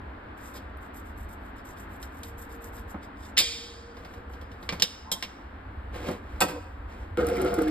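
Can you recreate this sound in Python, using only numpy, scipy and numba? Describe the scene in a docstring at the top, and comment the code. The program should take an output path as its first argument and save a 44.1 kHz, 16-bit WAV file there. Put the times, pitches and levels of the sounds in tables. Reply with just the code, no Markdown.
"""A bamboo scoop rubs tea powder through a small steel strainer, catching on the mesh in gritty strokes.
The utensils clack, ring and are laid on a wooden dish; a glass bowl bumps and judders onto a drip tray.
A coffee machine starts: the pump rattles its casing, and water spits and bubbles into the bowl.
A phone close by hears it with the kitchen's echo and hum; its gain ducks after the loud clacks."""
import sys
import numpy as np
from scipy import signal
from scipy.fft import rfft, irfft
from scipy.io import wavfile
from scipy.ndimage import uniform_filter1d
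from numba import njit

SR = 44100
rng = np.random.default_rng(int(sys.argv[2]) if len(sys.argv) > 2 else 0)


def unload_audio(sound):
    """Save the sound as a 16-bit wav file, at the path given as the first command line argument."""
    columns = np.transpose(np.atleast_2d(sound))
    # keep every value between -1 and 1, then stretch to whole-number steps
    steps = np.round(np.clip(columns, -1, 1) * 32767)
    wavfile.write(sys.argv[1], SR, steps.astype(np.int16))


N = 339570
T = np.arange(N) / SR
FFT_SIZE = 360000
PUMP_ON_S, FIRST_DROP_S = 7.173, 7.2685

# Modes of the strainer held free. Each row: frequency in Hz, relative level in dB, T60 in seconds.
STEEL_MODES = [(1836, -10, .5), (2394, 3, .5), (2465, 2, .18), (2697, 0, .5), (3265, 1, .3), (3284, -1, .6),
               (3586, 17, .14), (3693, -4, .6), (3801, 11, .24), (4221, 4, .15), (4443, 4, .3),
               (4545, 3, .3), (4630, -2, .55), (4776, 7, .2), (4838, 0, .65), (4944, 14, .24),
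               (5155, 3, .45), (7180, -3, .45), (7760, -3, .45), (8140, -1, .35), (8629, -3, .35)]
# Spectra of contact and friction noises. Each row: frequency in Hz, relative level in dB.
CRACK_SPECTRUM = [(300, -39.5), (1000, -25.5), (1700, -3.5), (2600, 1.5), (3700, 3.5), (5200, -1),
                  (6500, -5.5), (9000, -39.5), (16000, -36)]
TICK_SPECTRUM = [(2000, -50), (5000, -1), (6000, -2), (8000, 0), (9200, -1), (12500, -3), (14000, -5.5),
                 (15000, -13), (16500, -16)]
THUD_SPECTRUM = [(40, -3), (150, 0), (330, -2), (550, -1), (1100, -8.5), (2000, -11.5), (5000, -29.5)]
SNAP_SPECTRUM = [(1500, -24.5), (4000, -9.5), (7000, -7.5), (9500, 4.5), (13000, -2), (16000, 1)]
SLIDE_SPECTRUM = [(100, 3), (280, 11.5), (480, 14), (1000, 2), (2300, 1), (4500, -9.5), (8000, -16.5),
                  (13000, -20), (16000, -30.5)]


def undb(db):
    """Decibels to gain."""
    return 10 ** (np.asarray(db) / 20)


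def unit(x):
    """Scale to rms 1."""
    return x / np.sqrt(np.mean(x ** 2) + 1e-20)


def along(points, hz):
    """Interpolate (Hz, value) points on a log-frequency axis."""
    f, v = np.transpose(points)
    return np.interp(np.log(hz + 1), np.log(f), v)


def bins(size):
    """Frequencies of a real spectrum in Hz."""
    return np.fft.rfftfreq(size, 1 / SR)


def colour(x, spectrum):
    """Filter x by a (Hz, dB) spectrum; rms 1."""
    return unit(irfft(rfft(x) * undb(along(spectrum, bins(len(x)))), len(x)))


def noise(size=N):
    """White noise."""
    return rng.standard_normal(size)


def walk(rate_hz):
    """Smooth random drift, deviation near 1."""
    step = int(SR / rate_hz)
    return 1.201 * uniform_filter1d(np.repeat(noise(N // step + 1), step), step)[:N]


def tone(hz, waver, rate_hz):
    """Sine whose pitch wavers by a small fraction."""
    return np.sin(2 * np.pi * np.cumsum(hz * (1 + waver * walk(rate_hz))) / SR)


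def grains(per_s, spread_db):
    """Random tiny clicks of unequal size."""
    return (rng.random(N) < per_s / SR) * noise() * undb(spread_db * noise())


def add(track, start_s, sound):
    """Mix a sound into the track."""
    i = int(start_s * SR)
    track[i:i + len(sound)] += sound[:max(N - i, 0)]


def decay(t, t60_s):
    """Exponential fade, 60 dB in t60_s."""
    return np.exp(-np.log(1000) * t / t60_s)


def swells(rows, rise_s, fall_s, size=SR // 2):
    """Envelope of (start s, length s, dB) gestures: rise, hold, fade."""
    out, t = np.zeros(N), T[:size]
    for start_s, length_s, db in rows:
        fade = np.exp(-np.maximum(t - length_s, 0) / fall_s)
        add(out, start_s - rise_s / 2, undb(db) * np.minimum(t / rise_s, 1) * fade)
    return out


def arches(rows, ease_s=0.014):
    """Envelope of (start s, length s, dB) strokes: loudness follows the scoop's speed."""
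    out = np.zeros(N)
    for start_s, length_s, db in rows:
        t = T[:int((length_s + 2 * ease_s) * SR)]
        speed = np.abs(np.sin(np.pi * t / t[-1])) ** 0.76  # power under 1: up to speed sooner
        add(out, start_s - ease_s, undb(db) * speed)
    return out


def resonate(x, modes):
    """Filter x by steep (Hz, width Hz, dB) resonances; rms 1."""
    f = bins(N) + 1
    body = sum(undb(db) / (1 + 1j * (f * f - hz * hz) / (f * width)) ** 2 for hz, width, db in modes)
    return unit(irfft(rfft(x) * body, N))


def burst(spectrum, t60_s, rise_s, size=8192):
    """Decaying noise through a causal filter with this (Hz, dB) spectrum."""
    t = T[:size]
    envelope = (1 - np.exp(-t / rise_s)) * decay(t, t60_s)
    cepstrum = irfft(np.log(undb(along(spectrum, bins(size)))))
    response = np.exp(rfft(2 * cepstrum * (t < t[-1] / 2)))
    return unit(irfft(rfft(noise(size) * envelope) * response)) * np.sqrt(np.mean(envelope ** 2))


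def snaps(rows, t60_s):
    """Very short bright clicks at (start s, dB)."""
    out = np.zeros(N)
    for start_s, db in rows:
        add(out, start_s, undb(db) * burst(SNAP_SPECTRUM, t60_s, rise_s=.00008))
    return out


def knocks(rows, modes, crack, surface, crack_t60_s, tick_t60_s, thud_t60_s,
           shimmer_db, shimmer_t60_s, rise_s, detune):
    """Each contact cracks, ticks, thumps the surface and rebounds; the object's modes ring on."""
    # A knock and its two rebounds. Each entry: delay in seconds.
    lags_s = [0, .0095, .022]
    # A crowd of weak, close modes. Each row: frequency in Hz, relative level in dB.
    shimmer_spectrum = [(1000, -31), (2000, -7), (2450, -0.5), (2900, -5.5), (3300, 4), (3800, 3),
                        (4100, -5), (4500, 4), (5000, 2.5), (5600, -5.5), (6500, -4.5), (9000, -14),
                        (12500, -25.5), (16000, -54)]
    out, t = np.zeros(N), T[:2 ** 15]
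    hz, mode_db, t60_s = np.transpose(modes)[:, :, None]
    fading = undb(mode_db) * decay(t, t60_s)
    for start_s, db, thud_db, tick_db, ring_db, rebound_db in rows:
        for k, lag_s in enumerate(lags_s):
            contact = burst(crack, crack_t60_s, rise_s)
            contact += undb(tick_db) * burst(TICK_SPECTRUM, tick_t60_s, rise_s)
            contact += undb(thud_db) * burst(surface, thud_t60_s, rise_s)
            add(out, start_s + lag_s, undb(db + k * min(rebound_db, 0)) * contact)
        signs = rng.choice([-1, 1], len(modes))  # the contact point changes
        detuned_hz = hz * (1 + detune * noise(hz.shape))  # so does the grip
        rings = fading * np.sin(2 * np.pi * detuned_hz * t)
        shimmer = undb(shimmer_db) * burst(shimmer_spectrum, shimmer_t60_s, rise_s, size=len(t))
        add(out, start_s, undb(db + ring_db) * (signs @ rings / len(modes) + shimmer))
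    return out


def spread(mid, side):
    """Left and right of a sound arriving from all around."""
    # Stereo width. Each row: frequency in Hz, side gain over mid.
    width = [(60, .03), (300, .17), (700, 1.0), (1400, .95), (1900, .7), (2800, .7), (4400, .65),
             (5700, .22), (15000, .18)]
    side = irfft(rfft(side, FFT_SIZE) * along(width, bins(FFT_SIZE)))[:N]
    return np.array([mid + side, mid - side])


def room_tone():
    """Ventilation, an uneven low rumble and a wavering appliance hum."""
    # Noise spectra and hum tones. Each row: frequency in Hz, relative level in dB.
    air_spectrum = [(20, -21), (55, -8), (110, -10.5), (160, -13), (280, -5), (380, -12), (600, -14.5),
                    (1000, -14), (1600, -15), (2500, -26.5), (4200, -38), (7000, -57), (13500, -57.5),
                    (16000, -71)]
    rumble_spectrum = [(20, -8), (35, -3.5), (55, 8.5), (75, 7.5), (100, 0.5), (150, -34.5), (300, -56)]
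    hum_tones = [(208, -59.5), (222, -62.5), (264, -58)]
    # Rumble envelope. Each row: time in seconds, relative level in dB.
    rumble_levels = [(0, -45), (1.05, -46), (1.24, -38), (1.4, -44), (3.4, -46), (4.7, -42.5), (4.95, -49),
                     (5.4, -44), (5.8, -40.5), (7.7, -37.5)]
    air_db = -47 + .5 * walk(5.1)
    air = undb(air_db) * spread(colour(noise(), air_spectrum), colour(noise(), air_spectrum))
    rumble_db = np.interp(T, *np.transpose(rumble_levels)) - 0.5 + walk(6.3)
    rumble = undb(rumble_db) * colour(noise(), rumble_spectrum)
    hum = sum(undb(db + 0.7 * walk(3.5)) * tone(hz, waver=.007, rate_hz=14) for hz, db in hum_tones)
    return air + rumble + hum


def sifting(split_hz=9000, flicker_db=2.5):
    """Bamboo crushes powder and catches on the wires: gritty hiss, snaps, a metallic rasp on the rim."""
    # Sweeps across the mesh, about eight a second.
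    # Each row: start in seconds, length in seconds, relative level in dB, fine hiss offset in dB.
    strokes = [(0.379, 0.17, -59, -3.5), (0.551, 0.023, -49.5, -2), (.812, .065, -70, 4),
               (0.947, 0.051, -59.5, 7.5), (1.047, 0.064, -64.5, 2), (1.172, 0.069, -64.5, 3),
               (1.296, 0.035, -61, 3), (1.41, .087, -70.5, 4), (1.568, 0.035, -58.5, -5),
               (1.654, 0.076, -60, 0.5), (1.772, 0.07, -62.5, 1), (1.9, 0.063, -66, 2),
               (2.008, 0.064, -61, 0), (2.12, 0.1, -65.5, 3), (2.245, .055, -57, 1), (2.384, 0.067, -59, 4),
               (2.501, 0.054, -56.5, 0.5), (2.615, 0.071, -59.5, 4), (2.734, .075, -55.5, -1),
               (2.885, .039, -63, 3), (3.028, 0.018, -54, -13), (3.168, 0.13, -57.5, -22),
               (4.115, 0.037, -70, 2), (4.307, .05, -67, 6), (4.613, 0.06, -68, 0)]
    # Bamboo snaps free of a wire. Each row: start in seconds, relative level in dB.
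    catches = [(.5495, -43), (.569, -39), (.7725, -37), (.9445, -49), (1.297, -48), (1.564, -53),
               (1.775, -47), (2.006, -48), (2.289, -43), (2.5, -46), (2.728, -49), (2.928, -46)]
    # Drags over the rim. Each row: start in seconds, length in seconds, relative level in dB.
    rim_drags = [(.549, 0.0068, -52), (.566, .013, -48), (1.772, .011, -57), (3.025, .015, -64),
                 (3.23, .04, -64)]
    # Mesh spectrum. Each row: frequency in Hz, relative level in dB.
    mesh = [(300, -24), (1500, 7.5), (3500, -3), (4600, -6.5), (6500, 1.5), (8300, 2.5), (10000, -3.5),
            (12300, 5), (13700, -0.5), (14800, -9.5), (16500, -14)]
    powder = unit(colour(grains(per_s=3000, spread_db=-1.5), mesh) * undb(3 * walk(110)))
    lumps = undb(-14) * colour(grains(per_s=130, spread_db=2.5), mesh)
    grit = powder + lumps
    coarse = signal.sosfilt(signal.butter(2, split_hz, fs=SR, output="sos"), grit)
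    fine = signal.sosfilt(signal.butter(2, split_hz, "high", fs=SR, output="sos"), grit)
    rubbing = arches([(s, length_s, db) for s, length_s, db, _ in strokes])
    hissing = arches([(s, length_s, db + hiss_db) for s, length_s, db, hiss_db in strokes])
    scrape = coarse * rubbing * undb(flicker_db * walk(14))
    scrape -= fine * hissing * undb(flicker_db * walk(13))
    f = bins(N) + 1
    rim = sum(undb(db) / (1 + 1j * (f - hz) / 90) for hz, db, _ in STEEL_MODES)  # damped by the scoop
    rasp = unit(irfft(rfft(grains(per_s=2600, spread_db=5)) * rim, N))
    rasp *= undb(-9) * rubbing + swells(rim_drags, rise_s=0.014, fall_s=0.004)
    return undb(-1.8) * scrape + snaps(catches, t60_s=0.0019) + rasp


def sliding():
    """Skin and glass slide unevenly."""
    # Each row: start in seconds, length in seconds, relative level in dB.
    slides = [(.55, 0.03, -51), (3.94, .26, -59), (4.28, 0.19, -64.5), (4.5, 0.11, -65),
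              (5.94, .039, -43.5), (5.985, 0.076, -51.5), (6.04, 0.12, -46.5), (6.24, .2, -59.5),
              (6.45, 0.074, -43.5), (6.88, 0.17, -55.5)]
    friction = colour(grains(per_s=6000, spread_db=2), SLIDE_SPECTRUM)
    return friction * swells(slides, rise_s=0.035, fall_s=0.028) * undb(5 + 2 * walk(45))


def utensil_clacks():
    """Scoop and strainer knock together, then jostle in the hand; the steel rings."""
    # Each row: start in seconds, then relative level, thud, tick, ring and change per rebound in dB.
    clacks = [(2.027, -44, -23, 4, -26, -33), (2.2325, -42, -22, 3, -27, -25),
              (3.368, -28.5, -22.5, -30.5, -4.5, -19.5), (3.3715, -18.5, -22.5, -30.5, -4, -18.5),
              (3.3745, -22.5, -25, -24, 0.5, -19.5), (3.378, -10, -33, -5, -3.5, -25.5),
              (3.3875, -12, -26.5, 1, -2.5, -16.5), (3.3925, -18, -17.5, -3.5, -14, -14.5),
              (3.401, -16, -13, -1, -16, -10.5)]
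    # Each row: start in seconds, relative level in dB.
    jostles = [(3.968, -49), (4.048, -46.5), (4.137, -51), (4.335, -51.5), (4.413, -49.5), (4.516, -52),
               (4.627, -47.5)]
    # Touch of every jostle: thud, tick, ring and change per rebound in dB.
    touch_db = (3, -23, -11.5, -19.5)
    contacts = list(clacks) + [(s, db, *touch_db) for s, db in jostles]
    return knocks(contacts, STEEL_MODES, CRACK_SPECTRUM, THUD_SPECTRUM,
                  crack_t60_s=0.032, tick_t60_s=0.021, thud_t60_s=.1,
                  shimmer_db=-16, shimmer_t60_s=0.81, rise_s=0.00048, detune=.002)


def wire_handle(bend_hz=464, beat_hz=9, struck_s=3.378):
    """The strainer's handle sings under firm strokes; after the big clack its two bending planes beat."""
    # Each row: start in seconds, length in seconds, relative level in dB.
    rubs = [(2.2, .72, -53.5)]
    rubbed = swells(rubs, rise_s=0.063, fall_s=.012, size=SR) * undb(2 * walk(10))
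    rubbed *= tone(bend_hz, waver=0.0034, rate_hz=14)
    planes = tone(bend_hz, waver=.012, rate_hz=20)
    planes += 0.94 * tone(bend_hz + beat_hz, waver=.015, rate_hz=20)
    t = np.maximum(T - struck_s, 0)
    return rubbed + undb(-47) * (t > 0) * decay(t, t60_s=4.5) * planes


def grip_and_bowl():
    """A hand grips the strainer's handle with a dull thud; later the bowl bumps counter and drip tray."""
    # Each row: start in seconds, then relative level, thud, tick, ring and change per rebound in dB.
    bumps = [(2.943, -57, 25, -21.5, -14.5, -26.5), (6.086, -39, 15, -8, 0, -18),
             (6.111, -41.5, 9.5, -5.5, -3.5, -22), (6.405, -23.5, -18, 3.5, 5, -20.5),
             (6.412, -27, -1, 0, 19, -21), (6.4185, -21.5, -3, -0.5, 18.5, -20),
             (6.434, -29, 4, -3, 8, -18), (6.483, -39.5, 7, 1, 17, -3)]
    # Each row: frequency in Hz, relative level in dB, T60 in seconds.
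    glass_modes = [(303, -6, .4), (570, 9, .09), (760, 8, .08), (823, 5, .08), (947, 7, .08), (985, 9, .11),
                   (1134, 5, .07), (1311, 9, .08), (1569, 5, .09), (1880, 2, .09), (2410, 4, .07),
                   (2560, 11, .07), (2790, 1, .09), (3240, 3, .06), (3410, 2, .06), (4460, 2, .06)]
    # Thud of the tray. Each row: frequency in Hz, relative level in dB.
    tray_spectrum = [(40, -23), (130, 2), (210, 2.5), (300, 4.5), (400, 0), (520, 5), (800, -7),
                     (1200, -10.5), (2000, -18.5), (5000, -57)]
    return knocks(bumps, glass_modes, CRACK_SPECTRUM, tray_spectrum,
                  crack_t60_s=0.017, tick_t60_s=0.069, thud_t60_s=0.12,
                  shimmer_db=-38, shimmer_t60_s=0.505, rise_s=0.00047, detune=0.023)


def scoop_on_dish():
    """The scoop is laid down: bamboo knocks on wood."""
    # Each row: start in seconds, then relative level, thud, tick, ring and change per rebound in dB.
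    contacts = [(4.69, -24, -14.5, -28, -1.5, -27), (4.724, -33, 1, -19, -5, -10),
                (5.225, -24.5, -19, -12.5, -8, -7)]
    # Each row: frequency in Hz, relative level in dB, T60 in seconds.
    wood_modes = [(436, 4, .08), (615, -7.5, .07), (1100, 11, 0.048), (1470, -17, .05), (2200, -2, .05),
                  (2350, 14, 0.055), (3120, 2, .04)]
    # Each row: frequency in Hz, relative level in dB.
    crack_spectrum = [(300, -22), (1000, -9), (2200, 3.5), (3300, 2), (5000, -3), (7000, -11.5),
                      (9000, -26), (16000, -57)]
    return knocks(contacts, wood_modes, crack_spectrum, THUD_SPECTRUM,
                  crack_t60_s=.035, tick_t60_s=.025, thud_t60_s=0.13,
                  shimmer_db=-26, shimmer_t60_s=.4, rise_s=.0004, detune=0.042)


def strainer_on_dish():
    """The strainer lands on the wooden dish; lying there, the steel rings only briefly."""
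    # Each row: start in seconds, then relative level, thud, tick, ring and change per rebound in dB.
    contacts = [(4.798, -30, -10, -11, -7, -20), (4.8215, -9.5, -21, -5.5, -9, -26.5),
                (5.116, -23, -10.5, 3.5, -1, -20), (5.124, -28, -13, 8, 6.5, -11)]
    # Each row: frequency in Hz, relative level in dB, T60 in seconds.
    resting_modes = [(3080, -3.5, 0.21), (3220, 11, 0.11), (3600, -1, .1), (3821, 7, .09),
                     (4350, -0.5, .06), (4630, -16, .15), (5115, 0.5, .08), (5330, 3, .09),
                     (7500, -7.5, .07), (12400, -2.5, 0.037)]
    # Each row: frequency in Hz, relative level in dB.
    crack_spectrum = [(300, -37), (1000, -16), (1800, -6.5), (2500, -5), (3300, 5), (3800, 5.5), (4400, -2),
                      (5500, 1.5), (6500, -3.5), (9000, -22.5), (13000, -44), (16000, -49)]
    return knocks(contacts, resting_modes, crack_spectrum, THUD_SPECTRUM,
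                  crack_t60_s=0.038, tick_t60_s=0.022, thud_t60_s=0.093,
                  shimmer_db=-35, shimmer_t60_s=0.72, rise_s=0.0006, detune=.004)


def dish_squeak():
    """The nudged wooden dish gives a short rough squeak."""
    # Each row: start in seconds, length in seconds, relative level in dB.
    nudges = [(5.062, 0.114, -46)]
    squeak = tone(hz=924, waver=0.074, rate_hz=400) * swells(nudges, rise_s=0.029, fall_s=0.013)
    return squeak * undb(4 + 2 * walk(90))


def bowl_judder():
    """The bowl judders into place on the drip tray."""
    # Each row: start in seconds, length in seconds, relative level in dB.
    pushes = [(6.525, 0.065, -36)]
    # Bowl on tray. Each row: frequency in Hz, width in Hz, relative level in dB.
    modes = [(284, 32, -0.5), (514, 75, 2), (658, 60, -15), (967, 100, -13)]
    return resonate(grains(per_s=730, spread_db=2), modes) * swells(pushes, rise_s=0.017, fall_s=.006)


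def coffee_machine():
    """A switch snaps; the pump rattles its casing over motor tones, water gulps, the line hisses."""
    # Each row: frequency in Hz, width in Hz, relative level in dB.
    casing_modes = [(72.4, 26, -8), (133, 45, -8), (210.6, 20, -5.5), (312, 70, -2), (373.6, 23, -1.5),
                    (473, 36, 2), (513.6, 37, -7.5), (689, 39, -6), (744, 78, -12.5), (1189, 38, -15.5),
                    (1319, 55, -11.5), (1392, 84, -13), (2125, 150, -22)]
    # Each row: frequency in Hz, relative level in dB.
    motor_tones = [(71, -46), (210, -41), (376, -37), (471, -33), (674, -44), (711, -41)]
    splash_spectrum = [(500, -27), (1100, 1), (1400, 12), (2200, -23), (3500, -17), (9000, -36)]
    # Each row: start in seconds, length in seconds, relative level in dB, pitch in Hz.
    gulps = [(7.178, 0.026, -24.5, 334.6), (7.187, 0.017, -21, 494), (7.227, 0.014, -26.5, 381.7),
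             (7.281, 0.0092, -29, 335), (7.315, 0.016, -26.5, 495), (7.38, .075, -28.5, 380),
             (7.451, 0.021, -27.5, 509), (7.527, 0.021, -28, 465), (7.579, 0.017, -19.5, 319.6),
             (7.581, 0.011, -26, 478), (7.61, 0.018, -22, 480)]
    running = np.clip((T - PUMP_ON_S) / 0.0032, 0, 1)
    rattle = resonate(grains(per_s=1500, spread_db=3.5), casing_modes)
    splash = colour(grains(per_s=1000, spread_db=7), splash_spectrum)
    out = undb(-34 + 2.4 * walk(35)) * running * rattle
    for start_s, length_s, db, hz in gulps:
        water_path_ring = undb(2) * tone(hz, waver=0.03954, rate_hz=120)
        gulp = water_path_ring + undb(-12) * rattle + undb(-17.5) * splash
        out += swells([(start_s, length_s, db)], rise_s=0.0072, fall_s=0.0089) * gulp
    for hz, db in motor_tones:
        out += running * undb(db + 2 * walk(22)) * tone(hz, waver=0.00792, rate_hz=16)
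    drone_ramp = np.clip((T - 7.55) / 0.17, 0, 1)  # a casing panel joins in
    out += undb(-22) * drone_ramp * tone(hz=310, waver=0.00737, rate_hz=13)
    line_hiss = colour(grains(per_s=2500, spread_db=-0.5), SLIDE_SPECTRUM)
    out += running * undb(-39 + 2.5 * walk(40)) * line_hiss
    switch = undb(-25) * burst(SLIDE_SPECTRUM, t60_s=0.0068, rise_s=.0001)
    add(out, PUMP_ON_S, switch)
    return out + snaps([(PUMP_ON_S, -31)], t60_s=0.001)


def bubble(hz, fade_cycles=14, glide=0.048):
    """A short ring; its pitch rises by the fraction glide as it fades to 1/e."""
    cycles = hz * T[:4096]
    phase = 2 * np.pi * cycles * (1 + glide * cycles / fade_cycles / 2)
    return np.sin(phase) * np.exp(-cycles / fade_cycles) * (1 - np.exp(-cycles))


def gurgle(bubbles_per_s=70, bubble_hz=1360):
    """The stream patters on the glass and churns up bubbles; air splutters from the spout in clusters."""
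    # Each row: frequency in Hz, relative level in dB.
    patter_spectrum = [(1500, -12), (3000, -10), (5200, 8), (6500, -6), (9000, -14)]
    # Each row: start in seconds, level in dB, pitch in Hz.
    splutters = [(7.306, -42, 2220), (7.365, -33.5, 2090), (7.461, -42, 1800)]
    flow = undb(-54.5 + 2 * walk(30)) * (T > FIRST_DROP_S)
    out = flow * colour(grains(per_s=900, spread_db=0), patter_spectrum)
    for start_s in PUMP_ON_S + np.arange(0, T[-1] - PUMP_ON_S, 1 / bubbles_per_s):
        late, pitch, strength = noise(3)
        ring = undb(-38 + 4 * strength) * bubble(bubble_hz * np.exp(0.099 * pitch))
        add(out, start_s + abs(late) / bubbles_per_s, ring)
    for start_s, db, hz in splutters:
        for late, pitch in rng.random((4, 2)):
            add(out, start_s + 0.0088 * late, undb(db) * bubble(hz * (1 + .3 * (pitch - .5))))
    return out


def spits():
    """The first drops tick on the glass and ring briefly in the bowl, amid fine spray."""
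    # Each row: start in seconds, level in dB.
    big_drops = [(7.2685, -22), (7.287, -25), (7.298, -33), (7.3435, -41), (7.359, -37), (7.368, -32),
                 (7.4171, -22), (7.4477, -31), (7.541, -21), (7.588, -30), (7.6203, -25.5), (7.683, -34)]
    spray = colour(grains(per_s=81, spread_db=11.5), SNAP_SPECTRUM)
    out = undb(-59) * spray * (T > FIRST_DROP_S)
    for start_s, db in big_drops:
        add(out, start_s, undb(db - 19) * burst(TICK_SPECTRUM, t60_s=0.087, rise_s=0.0018))
    return out + snaps(big_drops, t60_s=0.0091)


def echo(x, early_db, early_decay_s, late_db, top_hz=13900):
    """Quick reflections off counter and machine, then the tail of the hard-walled kitchen."""
    # Each row: frequency in Hz, T60 in seconds.
    room_decay = [(100, 0.5), (500, 0.94), (1500, 0.95), (3500, 0.55), (5500, 0.65), (8000, 0.55),
                  (12000, 0.35), (16000, 0.94)]
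    band_hz, band_t60_s = np.transpose(room_decay)
    t = T[:2 ** 15]
    spectrum, tail = rfft(noise(len(t))), 0
    for weights, t60_s in zip(np.eye(len(band_hz)), band_t60_s):
        band = along(np.column_stack([band_hz, weights]), bins(len(t)))
        tail += irfft(spectrum * band) * decay(t, t60_s)
    early = noise(len(t)) * np.exp(-t / early_decay_s) * (t > .002)
    response = undb(early_db) * unit(early) + undb(late_db) * unit(tail * np.minimum(t / 0.0072, 1))
    response = signal.sosfilt(signal.butter(12, top_hz, fs=SR, output="sos"), response)
    return signal.fftconvolve(x, response / np.sqrt(len(t)))[:N]


def scene():
    """Everything on the counter, its echo and the room tone."""
    near = undb(2.5) * (utensil_clacks() + strainer_on_dish() + scoop_on_dish()) + grip_and_bowl()
    near += sifting() + sliding() + dish_squeak() + bowl_judder() + wire_handle()
    drops = spits()  # sharp, dry ticks: no echo
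    pump = undb(2) * coffee_machine() + gurgle()  # heard mostly direct
    mid = echo(near + undb(-5) * pump, early_db=-4.5, early_decay_s=0.013, late_db=-14.5)
    side = echo(near + pump, early_db=-6.5, early_decay_s=0.011, late_db=-18)
    pan = undb([[-.5], [.5]])  # slightly right
    return pan * (near + pump + drops + spread(mid, side)) + room_tone()


@njit
def follow(x, attack_s, release_s):
    """One-pole level follower with separate rise and fall times."""
    out, level = np.empty(len(x)), 0.
    for i in range(len(x)):
        level += (x[i] - level) / (SR * (attack_s if x[i] > level else release_s))
        out[i] = level
    return out


def record(dry, top_hz=15900):
    """The phone's two ports differ in phase and level; gain ducks after loud peaks; the top is cut."""
    # Left port against right. Each row: frequency in Hz, phase in radians.
    port_phase = [(0, 0), (550, -.6), (1050, -.9), (1700, 0), (2700, 2.1), (3750, .9), (5200, 1.6),
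                  (6000, 3.1), (7900, 6.3), (10300, 9.4), (12400, 12.6), (14600, 15.5), (16500, 16)]
    # Left port minus right. Each row: frequency in Hz, level in dB.
    port_balance = [(300, -0.5), (1200, 1.9), (2200, 0.7), (3400, -1), (5000, 0), (7000, 1)]
    f, halves = bins(FFT_SIZE), np.array([[.5], [-.5]])
    phase_rad = np.interp(f, *np.transpose(port_phase)) * halves
    balance = undb(along(port_balance, f) * halves)
    ports = irfft(rfft(dry, FFT_SIZE) * balance * np.exp(1j * phase_rad))[:, :N]
    level = follow(np.abs(ports).max(axis=0), attack_s=0.0023, release_s=.45)
    ducked = ports * (1 + level / undb(-20)) ** -.4
    return signal.sosfilt(signal.ellip(8, .2, 70, top_hz, fs=SR, output="sos"), undb(1.2) * ducked)


dry = scene()
out = record(dry)
unload_audio(out)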